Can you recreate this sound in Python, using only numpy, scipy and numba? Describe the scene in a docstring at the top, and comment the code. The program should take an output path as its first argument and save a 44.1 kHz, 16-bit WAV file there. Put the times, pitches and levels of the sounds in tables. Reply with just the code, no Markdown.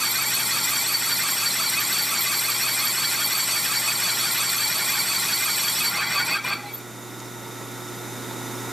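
"""A bright, rough ring of steel, swelling three times a turn: a lathe tool cuts an out-of-round rim,
and the tearing chip scrapes and drives the modes of the part and the tool post. Near 6 s the tool
stutters out of the cut in short bites that leave the part pinging; its tip squeaks with a sharp click.
One light tick follows as motor and gears rumble and whine on, and the automatic gain creeps up."""
import sys
import numpy as np
from scipy import signal
from scipy.io import wavfile
from scipy.ndimage import uniform_filter1d
from numba import njit

SR = 44100
rng = np.random.default_rng(int(sys.argv[2]) if len(sys.argv) > 2 else 0)


def dump_mix(stems):
    """Bounce the given channels to the path in sys.argv[1] as a 16-bit WAV at rate SR."""
    frames = np.atleast_2d(stems).T  # one column per channel
    limited = np.clip(frames, -1, 1)  # hard clip at full scale
    pcm = np.round(limited * 32767).astype(np.int16)
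    wavfile.write(sys.argv[1], SR, pcm)


N = 384552
STEP = 16  # samples between points of slow envelopes
SLOW_T = np.arange(0, N, STEP) / SR
LOBES_PER_S = 5.698  # the rim has three high places (lobes) a turn


def cut():
    """The chip sticks and slips as it tears; returns the ringing machine and the scraping chips."""
    region_db = chip_force()
    slips_db = 0.56 * wander(rate=75)
    steel = steel_ring(region_db, slips_db)
    tearing = scrape(region_db, slips_db)
    return steel + thrum(region_db), facets(tearing, depth_db=5.5)


# Loaded modes of part and tool post: (pitch [Hz], width [Hz], level [dB], then pairs of
# swell [dB] and crest [lobes] once a turn and 1, 2, 3, 4 times a lobe, then pairs of
# bend [Hz] and crest [lobes] 1, 2 times a lobe)
STEEL_MODES = [(637.5, 46, -54.5, 0.55, 1, 2.9, 0.11, 0.68, 0.1, 0.5, 0.2, 0.4, 0.1, 15.2, 0.3, 4.5, 0.17),
               (827, 67, -48, 0.5, 1, 2.2, 0.54, 1.5, 0.14, 1.1, 0.23, 0.4, 0.02, 11.5, 0.5, 10, 0.032),
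               (924, 89, -49.5, 0.5, 1, 1.2, 0.49, 1.5, 0.3, 0.7, 0.035, 0.4, 0.02, 15, 0.608, 17, 0.2),
               (1068, 57, -51.5, 0.5, 0.8, 2.6, 0.63, 1, 0.069, 1, 0.056, 0.4, 0.02, 10, 0.62, 8.2, 0.22),
               (1153, 113, -44, 1.3, 1.04, 7.2, 0.17, 1.8, 0.023, 3.8, 0.23, 0.67, 0.08, 32.1, 0.15, 39.3, 0.311),
               (1376, 56, -43, 0.44, 0.27, 2.7, 0.35, 1, 0.41, 4.2, 0.11, 3.2, 0.093, 26.6, 0.529, 44.6, 0.345),
               (1519, 84, -48, 0.34, 1, 9.2, 0.1, 10.8, 0.34, 1.9, 0.1, 3.6, 0.22, 109.5, 0.149, 32.6, 0.382),
               (1893, 170, -43, 0.4, 0.02, 0.59, 1, 6.2, 0.38, 1.4, 0.081, 1.7, 0.072, 47, 0.91, 91.5, 0.044),
               (2106, 76, -43, 3.1, 0.98, 5, 0.94, 2.4, 0.13, 3.3, 0.27, 1.7, 0.17, 122, 0.168, 47, 0.187),
               (2248, 165, -41.5, 0.37, 1.1, 6.7, 0.26, 2.1, 0.42, 1.3, 0.18, 0.55, 0.062, 184.0, 0.1912, 89.5, 0.0626),
               (2405, 27, -44, 1.7, 0.94, 7.7, 0.89, 6.9, 0.097, 8.2, 0.186, 3.2, 0.24, 105.8, 0.1003, 40, 0.1985),
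               (2506, 60, -49, 0.73, 2.6, 6, 0.89, 4.3, 0.25, 5.1, 0.049, 2.9, 0.12, 77, 0.121, 21, 0.385),
               (2638, 36, -49, 0.8, 1.8, 5, 0.01, 5.6, 0.29, 0.7, 0.25, 1.9, 0.082, 86.3, 0.125, 23, 0.477),
               (3000, 120, -51.5, 1.2, 1.5, 10.4, 0.093, 8.9, 0.33, 2.6, 0.11, 1.1, 0.06, 160.5, 0.217, 87, 0.29),
               (3326, 59, -42.5, 0.62, 0.12, 0.4, 0.43, 1.4, 0.4, 1.7, 0.34, 3.3, 0.12, 42, 1, 18, 0.011),
               (3440, 66, -50.5, 1.6, 1.4, 11.7, 0.04, 2.9, 0.26, 1.8, 0.26, 2.0, 0.054, 41, 0.91, 36, 0.425),
               (3695, 89, -46, 1.3, 0.5, 1.7, 0.083, 2.7, 0.27, 1.0, 0.24, 1.3, 0.15, 4.9, 0.32, 15.0, 0.34),
               (3867, 19.0, -53.5, 0.4, 1.2, 8.4, 0.85, 8.6, 0.455, 6.6, 0.08, 0.9, 0.083, 38, 0.17, 36, 0.32),
               (4116, 63, -45, 0.46, 0.43, 7, 0.62, 5.7, 0.41, 7.7, 0.31, 0.4, 0.15, 21.4, 0.11, 37, 0.073),
               (4343, 80, -43, 0.38, 3.2, 9.2, 0.097, 1.1, 0.32, 2.0, 0.034, 3.6, 0.21, 160.4, 0.18, 36.4, 0.32),
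               (4420, 45, -48, 0.5, 1, 5.4, 0.14, 3, 0.22, 1, 0.014, 0.5, 0.1, 37, 0.355, 6.8, 0.28),
               (4620, 54, -46, 0.5, 1, 4, 0.35, 1, 0.2, 3, 0.22, 0.5, 0.092, 18.4, 0.3, 10, 0.19),
               (4549, 35, -36.5, 0.78, 1.8, 5.2, 0.37, 2.4, 0.48, 0.1, 0.1, 0.18, 0.2, 32.6, 0.054, 4.2, 0.24),
               (5050, 260, -53.5, 1.8, 0.18, 7.6, 0.77, 8.3, 0.29, 4.1, 0.081, 3.9, 0.13, 250, 0.63, 149, 0.39),
               (5300, 160, -46, 0.39, 1.4, 5.2, 0.97, 5.9, 0.38, 2.6, 0.3, 3.5, 0.098, 168, 0.91, 147, 0.37),
               (5600, 110, -48, 0.91, 0.35, 6.4, 0.38, 5.7, 0.098, 3.2, 0.013, 0.4, 0.54, 24.0, 0.94, 22, 0.347),
               (5720, 84, -47, 1, 0.4, 1.3, 0.47, 2.0, 0.37, 6, 0.027, 7.5, 0.21, 54, 0.06, 7.2, 0.39),
               (6040, 105, -50, 1.8, 1.7, 7.7, 0.22, 2.8, 0.2, 6.9, 0.072, 2.1, 0.01, 90, 0.92, 9.4, 0.13),
               (6750, 79, -46.5, 0.8, 1.5, 2.6, 0.26, 3.2, 0.42, 3.2, 0.24, 2.3, 0.2, 7.5, 0.33, 25.0, 0.476),
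               (7080, 110, -52.5, 0.7, 0.24, 2.7, 0.24, 9.4, 0.14, 3.5, 0.031, 5.5, 0.025, 19, 0.85, 111, 0.399),
               (7456, 56, -41.5, 2.1, 1.5, 5.2, 0.52, 2.1, 0.17, 1.6, 0.13, 2.5, 0.16, 29, 0.2, 39, 0.21),
               (7650, 180, -38, 0.52, 2.1, 0.74, 0.82, 1.7, 0.33, 0.55, 0.044, 0.72, 0.14, 5.7, 0.78, 11, 0.41),
               (7960, 88, -48.5, 0.77, 2.4, 9.6, 0.025, 9.9, 0.3, 3.8, 0.24, 4.6, 0.2, 131, 0.095, 76, 0.27),
               (8210, 105, -44, 0.9, 1.2, 3.8, 0.87, 7.9, 0.11, 4.1, 0.11, 4.3, 0.18, 43, 0.832, 86, 0.076),
               (8230, 99, -45, 1.8, 1.8, 2.9, 0.71, 10.3, 0.421, 3.3, 0.097, 6.2, 0.051, 29.0, 0.18, 75, 0.409),
               (9030, 41, -53, 1.2, 0.75, 7.1, 0.51, 6.4, 0.19, 2.8, 0.33, 0.9, 0.13, 30, 0.2, 23, 0.1),
               (9800, 135, -41.5, 0.6, 0.25, 1.2, 0.7, 3, 0.093, 0.8, 0.026, 0.9, 0.22, 42.5, 0.77, 69, 0.049),
               (10390, 140, -51.5, 0.7, 1.1, 11.7, 0.14, 4.8, 0.35, 1.8, 0.14, 2.3, 0.1, 45, 0.26, 6.9, 0.59),
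               (10950, 150, -49, 1.1, 2, 3.7, 0.74, 3.5, 0.12, 2.3, 0.11, 3.2, 0.046, 105, 0.75, 114, 0.124),
               (11450, 193.0, -44.5, 0.7, 1.3, 1.9, 0.26, 0.9, 0.45, 1.8, 0.37, 3.2, 0.01, 25, 0.5, 50, 0.327),
               (11830, 143.0, -45, 1.6, 0.24, 0.4, 0.81, 1.4, 0.52, 1.7, 0.29, 2.1, 0.037, 21, 0.83, 16.0, 0.27),
               (12500, 97.0, -46, 2, 1.8, 1.7, 0.19, 2.1, 0.43, 1.0, 0.15, 1.1, 0.05, 6.8, 0.31, 22.0, 0.2),
               (12735, 55, -35.5, 0.9, 0.96, 0.3, 0.71, 0.67, 0.13, 2.3, 0.3, 1.2, 0.024, 31.0, 0.71, 11.0, 0.08),
               (12960, 500, -42, 0.5, 0.1, 1.4, 0.62, 1.3, 0.26, 0.8, 0.05, 0.8, 0.18, 32, 0.81, 29.0, 0.09),
               (14370, 211.0, -47, 0.7, 0.92, 2.2, 0.79, 1.4, 0.19, 0.8, 0.03, 1.4, 0.11, 4.0, 0.78, 27.0, 0.16)]


def steel_ring(region_db, slips_db):
    """The chip drives every mode of the steel; the tool's load swells and bends each, lobe by lobe."""
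    lobes = SLOW_T * LOBES_PER_S
    out = 0
    for hz, width, db, turn_db, turn_crest, *pairs in STEEL_MODES:
        fickle_db = 0.96 * wander(rate=21)  # no two passes ring alike
        detune = 0.0022 * wander(rate=15.08)
        thin_db = 0.12 * region_db[TREBLE] * width / 200  # as the chip thins, damped modes fade first
        force = gain_of(db + region_weights(hz) @ region_db + slips_db + fickle_db + thin_db)
        swell_db = per_lobe(pairs[:8], lobes) + turn_db * np.cos(2 * np.pi * (lobes - turn_crest) / 3)
        pitch = hz * (1 + detune) + per_lobe(pairs[8:], lobes)
        out += mode(pitch, width, force, gain_of(swell_db))
    return out


# How each pitch region answers the chip: (centre [Hz], full cut [dB], thinnest chip [dB],
# drift within a bite [dB/s], swell before it [dB/s], fade after it [dB/s])
REGIONS = [(1300, 1.1, 6, -8, 1600, 800), (2430, 3, 4.5, 18, 1600, 700), (4530, 3.5, -3.5, 4, 1200, 500),
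           (8900, 2.5, -11.5, -35, 800, 600), (13200, 2.5, -10.5, -16, 450, 500)]
BASS, TREBLE = 0, -2  # rows of REGIONS
# Backing out, the tool meets only the high places of the rim:
# (start [s], length [s], force [dB], chip thinness [0-1], free ring [dB])
BITES = [(5.91, 0.19, 2, 0.67, -36), (6.102, 0.13, 3, 0.6, -43), (6.257, 0.11, 2, 0.6, -43),
         (6.443, 0.091, 0, 1, -50), (6.638, 0.06, -19.5, 0.3, -58), (6.774, .03, -22.5, 0, -65)]
FULL_UNTIL_S, RUB_UNTIL_S, RUB_DB, RUB_THINNESS = 5.885, 6.36, -1, 0.58


def chip_force():
    """Drive of each region in dB: the strongest of the full cut, the rub on the low side and the bites."""
    _, full_db, thin_db, drift, swell, fade = np.transpose(REGIONS)[..., None]
    levels = [full_db + contact(0, FULL_UNTIL_S, swell, fade),
              RUB_DB + RUB_THINNESS * thin_db + contact(0, RUB_UNTIL_S, swell, fade)]
    for start, length, force_db, thinness, _ in BITES:
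        drift_db = drift * (np.clip(SLOW_T - start, 0, length) - length / 2)
        levels.append(force_db + thinness * thin_db + drift_db + contact(start, length, swell, fade))
    return np.maximum(np.max(levels, axis=0), -40)


# Hiss of chips tearing off: (frequency [Hz], density [dB per Hz])
SCRAPE_SPECTRUM = [(400.0, -83.5), (620.0, -78), (900.0, -77.5), (1700.0, -78.5), (2800.0, -77),
                   (3800.0, -73.5), (4800.0, -75), (6300.0, -78.5), (7100.0, -78), (8700.0, -78.5),
                   (9400.0, -82), (10600.0, -83), (12100.0, -82.5), (13600.0, -78), (14700.0, -89.8),
                   (15500.0, -120.4)]


def scrape(region_db, slips_db):
    """The tearing chip hisses; a thin one tears more quietly than the steel rings."""
    tear_db = np.minimum(region_db, 2.5) + 0.47 * region_db[TREBLE] + slips_db
    def colour(hz, s):
        drive_db = region_weights(hz[:, 0] + 1).T @ [np.interp(s, SLOW_T, row) for row in tear_db]
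        return gain_of(curve(SCRAPE_SPECTRUM, hz) + drive_db)
    return shaped(np.sqrt(SR / 2) * rng.standard_normal(N), colour)


def facets(x, depth_db):
    """Countless small modes colour the scrape: narrow patches that return with every lobe; no bass."""
    cos_mix, sin_mix = rng.standard_normal((2, 5, 513))  # lobe harmonics by frequency bins
    def colour(hz, s):
        angle = 2 * np.pi * LOBES_PER_S * np.arange(5)[:, None] * s
        patches = evened(cos_mix.T @ np.cos(angle) + sin_mix.T @ np.sin(angle))
        return gain_of(depth_db * patches) / (1 + (430 / (hz + 1)) ** 4)
    return shaped(x, colour)


# Low shudder of the machine bed: (frequency [Hz], density [dB per Hz])
THRUM_SPECTRUM = [(20, -84), (50, -79.5), (90, -87.5), (160, -62.5), (250, -78), (500, -80), (800, -100)]


def thrum(region_db):
    """The cut shakes the bed; the deepest notes follow its force least."""
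    def colour(hz, s):
        drive_db = np.minimum(hz / 350, 1.4) * np.interp(s, SLOW_T, region_db[BASS])
        return gain_of(curve(THRUM_SPECTRUM, hz) + drive_db)
    return shaped(np.sqrt(SR / 2) * rng.standard_normal(N), colour)


# Modes of the part free of the tool: (pitch [Hz], width [Hz], level [dB], delay [s])
FREE_MODES = [(822, 21, -3.5, .01), (1330, 18, -7.5, -0.013), (2030, 28, -2, -0.012), (2265, 14, -6, 0.013),
              (3280, 28, -13, 0.046), (4020, 12, -9, -0.017), (4590, 15, -10, 0.027)]


def free_ring():
    """Each bite sets the part ringing at its unloaded notes, some speaking later than others."""
    bites_db = [db + contact(start, length, swell=400, fade=191.5) for start, length, *_, db in BITES]
    touch_db = np.max(bites_db, axis=0)
    return sum(mode(hz, width, gain_of(db + np.interp(SLOW_T - delay, SLOW_T, touch_db)), gain=0.71)
               for hz, width, db, delay in FREE_MODES)


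# Short, overlapping notes of the part: (start [s], length [s], pitch [Hz], level [dB])
PING_NOTES = [(5.875, 0.027, 11400, -35), (5.94, .04, 2050, -31), (5.95, .09, 4520, -28),
              (5.952, .03, 11150, -36), (5.995, .04, 2400, -29), (6.0, .05, 1200, -31),
              (6.11, .13, 4550, -26), (6.15, .05, 1193, -28), (6.2, .035, 1476, -28),
              (6.237, 0.038, 11150, -37), (6.295, 0.069, 4550, -26), (6.31, .045, 2520, -27),
              (6.345, 0.036, 1597, -27), (6.437, .03, 2400, -29), (6.438, .03, 1013, -33),
              (6.462, .035, 2050, -29.5), (6.48, 0.095, 4496, -31), (6.49, 0.055, 1200, -32.5),
              (6.5, .05, 2380, -26.5), (6.505, .045, 1600, -32), (6.355, 0.042, 4075, -40),
              (6.371, 0.039, 1344, -32), (6.374, 0.055, 2300, -32), (6.545, 0.037, 1350, -35),
              (6.547, 0.043, 2310, -35), (6.565, .05, 823, -40), (6.578, 0.034, 2035, -40),
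              (6.625, .075, 822, -35.5), (6.635, .05, 2030, -41), (6.647, .06, 4065, -43.5),
              (6.666, .07, 2285, -41), (6.682, .045, 4500, -45), (6.705, .06, 3330, -46),
              (6.73, .065, 4500, -49)]


def pings():
    """Short squeals and pings during and after the bites, each swelling and fading unsteadily."""
    out = np.zeros(N)
    for start, length, hz, db in PING_NOTES:
        t = np.arange(0, length, 1 / SR)
        shake = 1 + 0.44 * evened(uniform_filter1d(rng.standard_normal(len(t)), size=300))
        swell = np.sin(np.pi * (t / length) ** 0.83)
        out[round(start * SR):][:len(t)] += gain_of(db) * swell * shake * np.sin(2 * np.pi * hz * t)
    return out


# Last grazes of the tool tip: (start [s], length [s], level [dB])
GRAZES = [(6.706, 0.011, -48), (6.725, 0.046, -27.5), (6.763, .038, -36), (6.802, .016, -44)]
SQUEAK_HZ, SAG_HZ_PER_S, FLUTTER_HZ, RIGHT_LAG_S = 13100, 5400, 110, 0.004


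def squeak():
    """The tip rubs out fluttering tones that swell, sag and stop, a little later on the right."""
    out = np.zeros((2, N))
    for start, length, db in GRAZES:
        t = np.arange(0, length, 1 / SR)
        swell = np.sin(np.pi * (t / length) ** 0.76) ** 2
        tone = np.sin(2 * np.pi * (SQUEAK_HZ * t - SAG_HZ_PER_S * t ** 2 / 2))
        for side, lag in enumerate((0, RIGHT_LAG_S)):
            flutter = 1 + 0.44 * np.cos(2 * np.pi * (FLUTTER_HZ * t + rng.random()))
            out[side, round((start + lag) * SR):][:len(t)] += gain_of(db) * swell * flutter * tone
    return out


# A sharp click within the tool tip's squeak, then one light tick: (time [s], level [dB], pitch [Hz])
CLICKS = [(6.743, -49, 13000), (7.201, -40, 4500)]


def clicks():
    """Each is a wide, noisy ring that dies within milliseconds."""
    out, t = np.zeros(N), np.arange(1000) / SR
    for start, db, hz in CLICKS:
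        burst = evened(ring(rng.standard_normal(len(t)), hz, width=2500))
        out[round(start * SR):][:len(t)] = gain_of(db) * np.exp(-t / 0.0057) * burst
    return out


# Noise of motor, gears and workshop: (frequency [Hz], relative level [dB])
RUMBLE_SPECTRUM = [(30, -36), (85, -32), (150, -8.5), (220, -5.5), (350, -6.5), (600, -11), (900, -10),
                   (1470, -14.5), (2300, -18), (2830, -21), (4310, -23), (8000, -20), (13300, -18.5),
                   (15500, -41)]
# Its stereo focus: (frequency [Hz], left-right likeness [0-1])
RUMBLE_LIKENESS = [(60, .86), (130, .96), (300, .96), (550, .96), (1000, .97), (2300, 1), (5200, 1),
                   (6800, .5), (10000, .05), (13000, .55)]
# Its stereo position: (frequency [Hz], left minus right [dB])
RUMBLE_BALANCE = [(60, 0), (120, 5), (220, -3), (360, -5.5), (550, -4.5), (800, -3), (1200, -1.5),
                  (2500, 0), (5000, 0), (6500, -2.5), (9500, -6), (13000, -1.5)]
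# Resonances of the casing: (pitch [Hz], width [Hz], level [dB])
CASING_MODES = [(253, 145, -55), (440, 42, -68.5), (904, 67, -60.5), (1160, 17, -69), (1920, 69, -68),
                (3570, 20, -65), (3820, 10, -66), (4070, 60, -71), (5420, 120, -65.5), (6000, 70, -67),
                (6130, 50, -70), (6740, 90, -64.5), (6930, 90, -65.5)]


def rumble():
    """Lumpy noise of the drive ringing in its casing, nearly alike on both sides in the bass."""
    left, other = rng.standard_normal((2, N))
    likeness = lambda hz, _: np.clip(curve(RUMBLE_LIKENESS, hz), 0, 1)
    right = shaped(left, likeness) + shaped(other, lambda hz, s: np.sqrt(1 - likeness(hz, s) ** 2))
    noise = np.array([left, right])
    body = gain_of(-43) * evened(shaped(noise, lambda hz, _: gain_of(curve(RUMBLE_SPECTRUM, hz))))
    for hz, width, db in CASING_MODES:
        lumps = np.repeat(gain_of(db + 3.6 * wander(rate=6.8)), STEP)[:N]
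        body += lumps * evened(ring(noise, hz, width))
    sides = np.array([.5, -.5])[:, None, None]
    return shaped(body, lambda hz, _: gain_of(sides * curve(RUMBLE_BALANCE, hz)))


# Shaft orders, mains hum and gear teeth: (pitch [Hz], level [dB], left minus right [dB])
WHINE_TONES = [(120.0, -47.1, 6.5), (240.0, -58.0, -4.0), (270.0, -54.5, -4.0), (330.0, -59.5, -5.0),
               (359.9, -50.5, -5.4), (1319.9, -53.6, 0.0), (1439.9, -54.4, -4.0), (1937.5, -59.7, 0.0),
               (2039.1, -66.4, 0.0), (2120.1, -62.4, 0.0), (3590.3, -60.5, 0.0), (3607.1, -58.5, 0.0),
               (3782.6, -57.5, 0.0), (4050.5, -69.5, 0.0), (4523.0, -71.3, 0.0), (4965.1, -62.5, 0.0),
               (5377.4, -68.5, 0.0), (5970.8, -67, 1.5), (6149.9, -67, -2.8), (6284.8, -72.2, -1.8),
               (6501.4, -69.5, -4.1), (6593.0, -67.5, -2.8), (6741.2, -66, -2.3), (6892.2, -65.5, -3.5),
               (7447.6, -71.2, -3.8), (7743.2, -71.1, -5.7), (7775.7, -68.2, -10.3)]
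# Buzz at multiples of the shaft's speed: (frequency [Hz], relative level [dB])
SHAFT_SPECTRUM = [(150, -22), (300, 1), (500, -20), (1600, -23), (2200, -8.5), (2700, -21), (3400, -18),
                  (3900, -30), (4400, -34), (8000, -38)]
SHAFT_HZ = 30


def whines():
    """Motor and gears sing steady tones, the higher ones wavering, over the shaft's faint buzz."""
    out = np.zeros((2, N))
    for hz, db, pan_db in WHINE_TONES:
        waver = min((hz - 100) / 1200, 1)
        level = gain_of(db + 1.5 * waver * wander(rate=25))
        phase = 2 * np.pi * rng.random() + .5 * waver * wander(rate=1.4)
        tone = np.sqrt(2) * lift(level * np.exp(1j * phase), np.full(len(level), float(hz)))
        out += [tone * gain_of(pan_db / 2), tone / gain_of(pan_db / 2)]
    one_turn = rng.standard_normal(SR // SHAFT_HZ)
    buzz = shaped(np.resize(one_turn, N), lambda hz, _: gain_of(curve(SHAFT_SPECTRUM, hz)))
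    return out + gain_of(-54) * evened(buzz)


def workshop(x, tail_db=-15.5, t60_s=0.84):
    """The workshop answers with a short dull tail."""
    t = np.arange(SR // 2) / SR
    dull_noise = signal.lfilter([1], [1, -.4], rng.standard_normal(len(t)))
    tail = dull_noise * gain_of(-60 * t / t60_s) * np.minimum(t / 0.017, 1)
    return x + gain_of(tail_db) * signal.oaconvolve(x, tail / np.linalg.norm(tail))[:N]


# Stereo width of the cut: (frequency [Hz], side level [dB])
CUT_WIDTH = [(60, -12), (400, -18), (700, -79), (5000, -89), (5500, -29), (6000, -14), (7000, -17),
             (8100, -6), (9300, -11), (9900, -11), (11200, -0.5), (12700, -15), (13600, -8), (15000, -16)]
# Position of the cut: (frequency [Hz], leftward lean [share])
CUT_LEAN = [(5500, 0), (7800, 0.067), (9000, 0.26), (10500, -0.31), (14000, -0.011)]


def stereo_spread(x, chips):
    """The cut spreads wide in the treble, its image shifting with each turn."""
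    smear = rng.standard_normal(6000) * np.exp(-np.arange(6000) / 1200)
    scattered = x + gain_of(4) * chips  # flying chips scatter more than the ring of the steel
    diffuse = signal.oaconvolve(scattered, smear / np.linalg.norm(smear))[:N]
    turning = lambda s: np.exp(2j * np.pi * LOBES_PER_S / 3 * s)
    side = shaped(diffuse, lambda hz, s: gain_of(curve(CUT_WIDTH, hz)) * turning(s))
    side += shaped(x, lambda hz, _: curve(CUT_LEAN, hz))
    return np.array([x + side, x - side])


def mode(hz, width, force, gain):
    """A noisy force rings one mode: smoothed twice for steep skirts, then lifted onto the pitch."""
    r = np.exp(-np.pi * 1.4 * width * STEP / SR)
    push = force * (rng.standard_normal(len(force)) + 1j * rng.standard_normal(len(force)))
    envelope = signal.lfilter([np.sqrt((1 - r * r) ** 3 / (1 + r * r))], [1, -2 * r, r * r], push)
    return lift(gain * envelope, hz * np.ones(len(force)))


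@njit
def lift(slow, hz):
    """Lifts a slow complex envelope onto a moving pitch."""
    out, carrier = np.zeros(len(slow) * STEP), 1 + 0j
    for k in range(len(slow) - 1):
        spin = np.exp(2j * np.pi * hz[k] / SR)
        for j in range(STEP):
            carrier *= spin
            envelope = slow[k] + (slow[k + 1] - slow[k]) * j / STEP
            out[k * STEP + j] = (envelope * carrier).real
    return out[:N]


def contact(start, length, swell, fade):
    """Attack, hold and release in dB; swell and fade in dB per second."""
    return -swell * np.maximum(start - SLOW_T, 0) - fade * np.maximum(SLOW_T - start - length, 0)


def per_lobe(pairs, lobes):
    """A pattern that repeats each lobe, from (height, crest) pairs of its harmonics."""
    return sum(height * np.cos(2 * np.pi * k * (lobes - crest))
               for k, (height, crest) in enumerate(np.reshape(pairs, (-1, 2)), start=1))


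def region_weights(hz):
    """Crossfade between the pitch regions nearest to hz."""
    log_centres = np.log(np.transpose(REGIONS)[0])
    return np.array([np.interp(np.log(hz), log_centres, row) for row in np.eye(len(REGIONS))])


def wander(rate):
    """Slow random drift of rms 1; a higher rate is more restless."""
    knots = rng.standard_normal(int(N / SR * 60) + 2)  # 60 a second
    smooth = signal.lfilter([1], [1, -np.exp(-2 * np.pi * rate / 60)], knots)
    return evened(np.interp(SLOW_T * 60, np.arange(len(knots)), smooth))


def shaped(x, colour):
    """A moving filter: multiplies the short-time spectrum by colour(hz, seconds)."""
    hz, s, spectrum = signal.stft(x, SR, nperseg=1024, noverlap=512)
    return signal.istft(spectrum * colour(hz[:, None], s), SR, nperseg=1024, noverlap=512)[1][..., :N]


def ring(x, hz, width):
    """One two-pole resonance."""
    return signal.lfilter(*signal.iirpeak(hz, hz / width, SR), x)


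def curve(points, hz):
    """Reads a table along a log-frequency axis."""
    point_hz, value = np.transpose(points)
    return np.interp(np.log(hz + 1), np.log(point_hz + 1), value)


def gain_of(db):
    """Decibels to gain."""
    return 10 ** (np.asarray(db) / 20)


def evened(x):
    """Scales to rms 1."""
    return x / np.sqrt(np.mean(x ** 2) + 1e-20)


def scene():
    """The cut, its ring and its squeak over the running drive."""
    steel, chips = cut()
    cutting = workshop(steel + chips + free_ring() + pings())
    return stereo_spread(cutting, chips) + squeak() + clicks() + rumble() + whines()


def record(dry):
    """Automatic gain holds the cut down and slowly recovers; then soft clipping, low cut and high cut."""
    power_db = 10 * np.log10(abs(uniform_filter1d((dry ** 2).mean(0), size=8000)) + 1e-12)
    release_db = 4.05 * np.arange(N) / SR
    held_db = np.maximum.accumulate(power_db + release_db) - release_db
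    levelled = dry / gain_of(0.89 * (uniform_filter1d(held_db, size=2000) + 23))
    clipped = 0.53 * np.tanh(levelled / 0.54)
    low_cut = signal.lfilter(*signal.butter(2, 60, "high", fs=SR), clipped)
    high_cut_taps = signal.firwin(511, 15700, window=("kaiser", 9), fs=SR)
    return signal.oaconvolve(low_cut, high_cut_taps[None], "same")


dry = scene()
out = record(dry)
dump_mix(out)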